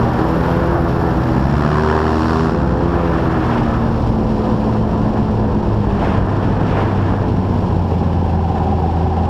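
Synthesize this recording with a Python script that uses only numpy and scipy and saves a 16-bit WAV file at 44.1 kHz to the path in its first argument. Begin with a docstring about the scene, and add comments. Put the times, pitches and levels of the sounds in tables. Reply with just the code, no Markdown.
"""A driving drone slowly eases off as an airboat, a geared engine with a three-blade propeller, crosses a marsh.
Beside it a second airboat guns its throttle with a hard blade slap; its wash swells when the microphone turns to it.
Tones locked to the firings and blade passes make both voices; the tips whistle and, late on, sing once a turn.
Coloured noise makes the wind, wash and spray; gain control and rounded peaks shape the mix."""
import sys
import numpy as np
from scipy import signal
from scipy.fft import rfft, irfft, next_fast_len
from scipy.io import wavfile

SR = 44100
rng = np.random.default_rng(int(sys.argv[2]) if len(sys.argv) > 2 else 0)


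def pcm_store(signal):
    """Save signal as 16-bit PCM."""
    levels = np.round(np.clip(np.atleast_2d(signal), -1, 1) * 32767)
    wavfile.write(sys.argv[1], SR, levels.astype(np.int16).T)


N = 409688

# colours of the air torn by the blades, dull and harsh: [f/Hz, density/dB]
ROAR_COLOUR = [(250, -12.5), (450, 0), (560, -1.5), (750, 0.5), (1020, -0.5), (1200, -19), (1500, -20),
               (3000, -51.5)]
RASP_COLOUR = [(700, -30.5), (1100, 2), (1350, 0), (1550, -3), (1750, -2), (2000, -15.5), (3000, -34),
               (6000, -48)]
# colours of the wash and of the fine spray: [f/Hz, density/dB]
WASH_COLOUR = [(1200, -0.5), (2000, -5.5), (2700, 3), (3300, -0.5), (3900, -8.5), (6000, -18.5),
               (12000, -35.5)]
SPRAY_COLOUR = [(2500, -3), (3700, 0), (4300, 2), (5000, 0.5), (5500, 2.5), (6200, -11.5), (7300, -9),
                (8000, -16), (8700, -14), (9700, -24), (11300, -18.5), (13000, -29), (15000, -32.5)]
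# echoes between hull, cage and water favour some pitches and cancel others: [f/Hz, gain/dB]
HULL_ECHO_COLOUR = [(80, 0.5), (110, 2), (143, -9.5), (166, 3.5), (190, 1.5), (218, 5), (255, -5.5),
                    (287, -12.5), (322, 5), (365, 1), (420, 2.5), (460, -1.5), (510, 4), (555, -4),
                    (620, -1.5)]


def from_db(db):
    """Decibels to gain."""
    return np.exp(np.asarray(db) * (np.log(10) / 20))


def rms_one(x):
    """Scale to unit rms."""
    return x / np.sqrt(np.mean(x ** 2) + 1e-20)


def in_time(rows):
    """Each column of a curve, sample by sample."""
    seconds, *columns = np.transpose(rows)
    return [np.interp(np.arange(N) / SR, seconds, column) for column in columns]


def on_log_axis(points, where):
    """Read levels between points on a logarithmic axis of frequency or tone number."""
    x, db = np.transpose(points)
    return np.interp(np.log(where + 1e-9), np.log(x), db)


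def drift(rate_hz):
    """Slow random motion with spread 1: noise through two equal low-pass poles."""
    step = 40  # samples between the points of the slow curve
    pole = np.exp(-2 * np.pi * rate_hz * step / SR)
    raw = rng.standard_normal(N // step + 2002)
    slow = signal.lfilter([1], [1, -2 * pole, pole * pole], raw)[2000:]  # skip the settling
    return np.interp(np.arange(N) / step, np.arange(len(slow)), rms_one(slow))


def noise(spectrum):
    """Turbulence with the given colour, falling away above the last point; rms 1."""
    size = next_fast_len(N)
    hz = np.arange(size // 2 + 1) * SR / size
    gain = from_db(on_log_axis(spectrum, hz)) / np.maximum(hz / spectrum[-1][0], 1) ** 2
    white = rfft(rng.standard_normal(size))
    return rms_one(irfft(white * gain, size)[:N])


def colour(x, spectrum):
    """Filter by a spectrum."""
    size = next_fast_len(N + SR // 4)
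    hz = np.arange(size // 2 + 1) * SR / size
    return irfft(rfft(x, size) * from_db(on_log_axis(spectrum, hz)), size)[:N]


def throb(cycles, depth):
    """A swell once a cycle; rms 1."""
    return rms_one(np.exp(depth * np.cos(2 * np.pi * cycles)))


def tone(cycles, waver):
    """A sine of about rms 1 whose height and timing waver in the moving air."""
    angle = 2 * np.pi * cycles
    in_step = (1 + waver * drift(3.75)) * np.cos(angle)
    out_of_step = waver * drift(3.6) * np.sin(angle)
    return np.sqrt(2) * (in_step + out_of_step)


def sideways():
    """How far the microphone is turned towards the second boat, 0-1."""
    # sideways glances: [start/s, end/s]
    glances = [(-.5, 2.5), (2.86, 3.87), (5.92, 7.24)]
    turn_s = 0.25
    t = np.arange(N) / SR
    return sum(np.clip(.5 + np.minimum(t - start, end - t) / turn_s, 0, 1) for start, end in glances)


def gusts():
    """Bell-shaped swells in dB, of the roar and of the wash."""
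    # gusts swell the rush for a moment: [t/s, width/s, roar swell/dB, wash swell/dB]
    gust_rows = [(.05, 0.89, 2.5, 2.5), (.6, 0.25, 2, 2.5), (1.68, 0.22, 0.5, 2), (1.95, 0.31, 6, 3.5),
                 (3.08, 0.44, 2.5, 4), (3.56, 0.22, 3, 4.5), (4.68, 0.11, 2.8, 1.5), (6.08, 0.17, 5, 5),
                 (6.79, 0.17, 5, 7.2), (7.08, 0.19, 1, 2)]
    t = np.arange(N) / SR
    return sum(np.outer(db, np.exp(-2 * ((t - centre) / width) ** 2)) for centre, width, *db in gust_rows)


def wind():
    """Low turbulence of the wind on the microphone, swelling and sinking."""
    # colour of the buffeting: [f/Hz, density/dB]
    wind_colour = [(10, -27), (25, -17.5), (40, 3), (60, 4.5), (90, -0.5), (200, -30), (600, -53.5)]
    # its level: [t/s, level/dB]
    wind_level = [(0, -29), (1.2, -29), (2.4, -40), (2.75, -33), (4.1, -19.5), (4.55, -31), (5.4, -19),
                  (7.3, -25.5), (7.7, -28.5), (9.29, -31)]
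    return from_db(in_time(wind_level)[0]) * noise(wind_colour)


def rush(passes, speed, roar_gust_db, wash_gust_db):
    """Torn air follows engine speed, heading and gusts, with wash, spray and the near exhaust around it."""
    # rushing air: [level at cruise/dB, rise per doubling of speed/dB, rise while turned sideways/dB]
    roar_law = (-25, 2.1, 0.94)
    rasp_law = (-38, 6.1, 7.44)
    wash_law = (-44, .3, 2.2)
    # spray under the hull, before gusts: [t/s, level/dB]
    spray_level = [(0, -44.5), (1.1, -44.5), (2.3, -45), (2.75, -46.5), (4.6, -46.5), (5.3, -49),
                   (7.6, -49), (9.29, -50.5)]
    # the second boat's wash and exhaust from close by: [f/Hz, density/dB]
    near_wash = [(1400, -21.5), (1950, 3.5), (2300, 3), (3000, -8), (5000, -28), (10000, -50.5)]
    near_rumble = [(100, -38), (220, -13), (290, -1.5), (370, -3), (520, -17.5)]

    doublings = np.log2(speed / 110)  # cruise: 110 firings per second
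    turned = sideways()

    def follow(law):
        """Level in dB at this speed and heading."""
        cruise_db, doubling_db, turned_db = law
        return cruise_db + doubling_db * doublings + turned_db * turned

    roar_db = follow(roar_law) + roar_gust_db
    rasp_db = follow(rasp_law) + 0.51 * wash_gust_db
    wash_db = follow(wash_law) + wash_gust_db
    spray_db = in_time(spray_level)[0] + 0.4 * wash_gust_db
    blades = from_db(roar_db) * noise(ROAR_COLOUR) * throb(passes, depth=.15)
    blades += from_db(rasp_db) * noise(RASP_COLOUR) * throb(passes, depth=0.075)
    water = from_db(wash_db) * noise(WASH_COLOUR) + from_db(spray_db) * noise(SPRAY_COLOUR)
    # the near wash moves twice as far in dB, so the whole grows fuller as it swells
    water += from_db(2 * wash_db + 34.5) * noise(near_wash)
    exhaust = turned * from_db(wash_db + 12.5) * noise(near_rumble)
    blade_flicker_db = 1.22 * drift(36)
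    water_flicker_db = 1.2 * drift(60) + 0.31 * drift(6.6)
    return exhaust + blades * from_db(blade_flicker_db) + water * from_db(water_flicker_db)


def blade_note(passes, hz, doppler, blades_db, sharpness, impure):
    """A note shed by each blade as it swings by, falling in pitch as the blade turns away."""
    swing = passes % 1 - .5
    blade = np.floor(passes).astype(int) % len(blades_db)
    heard = from_db(blades_db)[blade] * np.cos(np.pi * swing) ** (2 * sharpness)
    cycles = np.cumsum(hz * (1 - doppler * swing)) / SR + impure * drift(400)
    return rms_one(heard * np.sin(2 * np.pi * cycles))


def tip_whistle(passes):
    """Air shed by the fast blade tips whistles high up, with a pitch fall on every pass."""
    # loudness of the whistle: [t/s, level/dB]
    whistle_level = [(0, -59), (.6, -56), (1.5, -60), (2.3, -62), (2.7, -76), (3, -63), (4.3, -69.5),
                     (6.3, -76), (7.9, -70), (9.29, -75)]
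    # strength of each of the three blades: [level/dB]
    whistle_blades_db = [0, 0.5, -5.5]
    note = blade_note(passes, hz=11600, doppler=.2, blades_db=whistle_blades_db, sharpness=0.65, impure=0.59)
    return from_db(in_time(whistle_level)[0] + 1.5 * drift(60)) * note


def singing(passes, doppler, sharpness):
    """Vortices leave the blades in step with the turning; each blade's note swells and falls once a turn."""
    # blade singing at low speed: [t/s, level/dB]
    singing_level = [(0, -66), (7.4, -40), (7.9, -34), (8.4, -25), (9.29, -25.5)]
    # strength of each of the three blades: [level/dB]
    singing_blades_db = [8.5, -10, -8]
    notes = 0
    for k, db in enumerate(singing_blades_db):
        turn = (passes + k) / len(singing_blades_db)
        cycles = 44 * turn  # vortices per turn
        glide = doppler * np.cos(2 * np.pi * turn) + .04 * drift(30)
        notes = notes + from_db(db) * throb(turn, sharpness) * tone(cycles + glide, waver=0.11)
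    return from_db(in_time(singing_level)[0]) * rms_one(notes)


def off_the_water(x):
    """Add the bounce off the water; its moving delay sweeps a notch down through the tones."""
    # the bounce comes later as the boat draws near: [t/s, delay/ms]
    water_echo = [(1, 1.4), (1.5, 1.25), (1.72, 1.68), (2, 2.46), (2.35, 4.33)]
    at, echo = np.arange(N), from_db(-5.5)
    lag = in_time(water_echo)[0] * SR / 1000  # samples
    return (x + echo * np.interp(at - lag, at, x)) / np.sqrt(1 + echo ** 2)


def other_boat(roar_gust_db, wash_gust_db, lean):
    """A short rise and a sharp dip per blade, then torn air; faster tips slap brighter and throw up spray."""
    # one hard burst of throttle: [t/s, blade passes per second/Hz]
    other_speed = [(0, 55.8), (.6, 56.5), (1, 62.4), (1.22, 59.7), (1.55, 72.3), (1.85, 77.1), (2.47, 80.5),
                   (2.8, 56.3), (2.97, 49.8), (3.3, 48.7)]
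    # blade slap, loudest in the plane of the propeller: [t/s, level/dB]
    slap_level = [(0, -59), (.7, -30), (1, -34), (1.27, -27.5), (1.5, -20.5), (1.8, -20), (2.38, -20.5),
                  (2.58, -25.5), (2.78, -25), (3, -41), (9.29, -59)]
    # tones of the slap: [multiple of the blade rate, level/dB]
    slap_tones = [(1, 1.5), (2, 5.5), (3, 4), (4, -2), (5, 4), (6, -16.5), (7, -30), (9, -8.5), (10, -16.5),
                  (12, -8), (14, -7.5), (16, -15.5), (19, -18), (23, -29.5), (27, -36.5), (34, -28.5),
                  (50, -48.5)]

    rate, = in_time(other_speed)
    passes = np.cumsum(rate) / SR
    speed_db = 15 * np.log(rate / 78)  # below 0 when the tips are slow and dull
    # some blades bite harder than others, which shows most in the high tones
    bite_db = 1.0 * drift(37)
    slaps = 0
    for k in np.arange(1, 46):
        brightness_db = (speed_db + bite_db) * np.log(np.clip(k / 1.7, 1, 6))
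        gain = from_db(on_log_axis(slap_tones, k) + brightness_db)
        slaps = slaps + gain * np.cos(2 * np.pi * k * passes - lean)
    slaps = off_the_water(-np.sqrt(2) * slaps)

    torn = from_db(roar_gust_db - 5.0) * noise(ROAR_COLOUR) + from_db(-17.5) * noise(SPRAY_COLOUR)
    harsh = from_db(-4.5) * noise(RASP_COLOUR) + from_db(-18.0) * noise(WASH_COLOUR)
    torn += from_db(wash_gust_db) * harsh
    # the torn air bursts out just after each slap
    burst = throb(passes - .05, depth=1.05) * from_db(1.6 * speed_db + bite_db)
    thrown = from_db(-19.0 + 7.5 * speed_db) * noise(SPRAY_COLOUR)
    return from_db(in_time(slap_level)[0]) * (slaps + torn * burst + thrown)


def chops(passes, level_db, spread_db, width_hz):
    """Blades cut gusts and thump: one dull dip per pass, each of its own random depth, so that some stand out."""
    at = np.flatnonzero(np.diff(np.floor(passes)))
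    clicks = np.zeros(N)
    clicks[at] = from_db(spread_db * np.minimum(rng.standard_normal(len(at)), 2))
    soften = signal.bessel(5, width_hz, fs=SR, output="sos")
    dips = signal.sosfilt(soften, clicks + 1e-18)
    thin = signal.butter(1, 70, "high", fs=SR, output="sos")
    return -from_db(level_db) * rms_one(signal.sosfilt(thin, dips))


def propeller(passes, blade_db):
    """Each blade leaves a pressure pulse, smeared by the cage; turbulent inflow shakes the high tones most."""
    # tones of the pulse: [multiple of the blade rate, level/dB]
    blade_tones = [(1, -2.5), (2, -1.5), (3, 1), (4, -4), (5, -9), (6, -8), (7, -13.5), (8, -13),
                   (10, -14.5), (11, -21.5), (13, -17.5), (15, -19.5), (16, -19), (18, -24), (22, -40.5)]
    dips = 0
    for k in np.arange(1, 23):
        # higher tones arrive later, so the pulse is spread over the pass
        cycles = k * passes - .025 * k * k
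        dips = dips + from_db(on_log_axis(blade_tones, k)) * tone(cycles, waver=0.034 + 0.056 * k)
    return colour(-from_db(blade_db) * dips, HULL_ECHO_COLOUR)


def engine(firings, firing_db, crank_db, bank_db, orders_db, rumble_db):
    """The firing tone, lower and higher orders from the uneven banks, and rumble puffed out by each firing."""
    # further engine orders: [multiple of the firing rate, level/dB]
    engine_orders = [(1.5, -34.5), (2, -32), (3, -40), (3.5, -44), (4.5, -38)]
    # colour of the exhaust rumble: [f/Hz, density/dB]
    rumble_colour = [(40, -28), (75, -13), (110, 3), (165, 2), (240, -1.5), (320, -6), (420, -11),
                     (600, -20), (1200, -38)]
    out = from_db(firing_db) * tone(firings, waver=0.12)
    out += from_db(crank_db) * tone(firings / 2, waver=0.13)
    out += from_db(bank_db) * tone(firings * 2.5, waver=0.22)
    orders = sum(from_db(db) * tone(firings * multiple + rng.random(), waver=0.47)
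                 for multiple, db in engine_orders)
    out += from_db(orders_db) * colour(orders, HULL_ECHO_COLOUR)
    return out + from_db(rumble_db) * noise(rumble_colour) * throb(firings, depth=0.57)


def at_speed(speed):
    """Each level of the boat's voice at the given speed."""
    # voice against speed: [firings per second/Hz, firing tone/dB, crank tone/dB, uneven-bank tone/dB,
    # lift of the further orders/dB, rumble/dB, blade tones/dB]
    voice = [(84.3, -17.5, -41, -29, 1.5, -21.5, -36), (98.5, -19, -38.5, -34, 1.5, -18, -30.5),
             (120, -22.5, -32, -36.5, -4, -19.5, -24), (124, -22.5, -26.5, -28.5, 3, -22, -25),
             (133.8, -24, -20.5, -33.5, 1.5, -21.5, -22)]
    rate, *columns = np.transpose(voice)
    return [np.interp(speed, rate, db) for db in columns]


def scene():
    """Both boats and the wind, in one channel."""
    # own engine, two pushes of the throttle and a long easing off: [t/s, firings per second/Hz]
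    own_speed = [(0, 119.2), (.4, 130), (.72, 133), (1.1, 129), (1.5, 122.9), (1.85, 120.3), (2.3, 123.9),
                 (2.57, 132.2), (2.95, 133.9), (3.6, 120.2), (4.3, 112.4), (5.45, 110.1), (6.2, 100.4),
                 (7.42, 96.3), (7.9, 87.7), (8.4, 83.6), (8.9, 82.8), (9.29, 83.7)]
    speed, = in_time(own_speed)
    firings = np.cumsum(speed) / SR
    passes = firings * 9 / 14  # blade passes per firing, set by the gearing
    *exhaust_db, blade_db = at_speed(speed)
    roar_gust_db, wash_gust_db = gusts()

    air = wind() + rush(passes, speed, roar_gust_db, wash_gust_db)
    notes = tip_whistle(passes) + singing(passes, doppler=0.42, sharpness=0.91)
    other = other_boat(roar_gust_db, wash_gust_db, lean=0.78)
    own = chops(passes, level_db=-31.5, spread_db=13.0, width_hz=544)
    own += propeller(passes, blade_db) + engine(firings, *exhaust_db)
    return (air + notes + other + own)[None]


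def gain_control(x, target_db, strength, follow_hz):
    """The gain falls as the sound swells and recovers as it sinks."""
    pole = np.exp(-2 * np.pi * follow_hz / SR)
    power = x ** 2 / from_db(target_db) ** 2
    # smoothed power, starting on target
    excess = 1 + signal.lfilter([1 - pole], [1, -pole], power - 1)
    return x * from_db(-strength * 10 * np.log10(excess + 1e-9))


def record(dry):
    """Hold the level steady, so the loud slap pushes all else down; then round the peaks and cut the top."""
    held = gain_control(dry, target_db=-15.0, strength=0.85, follow_hz=3.2)
    rounded = held / (1 + held ** 6) ** (1 / 6)
    top_cut = signal.ellip(10, .1, 80, 15300, fs=SR, output="sos")
    return signal.sosfilt(top_cut, rounded)


dry = scene()
out = record(dry)
pcm_store(out)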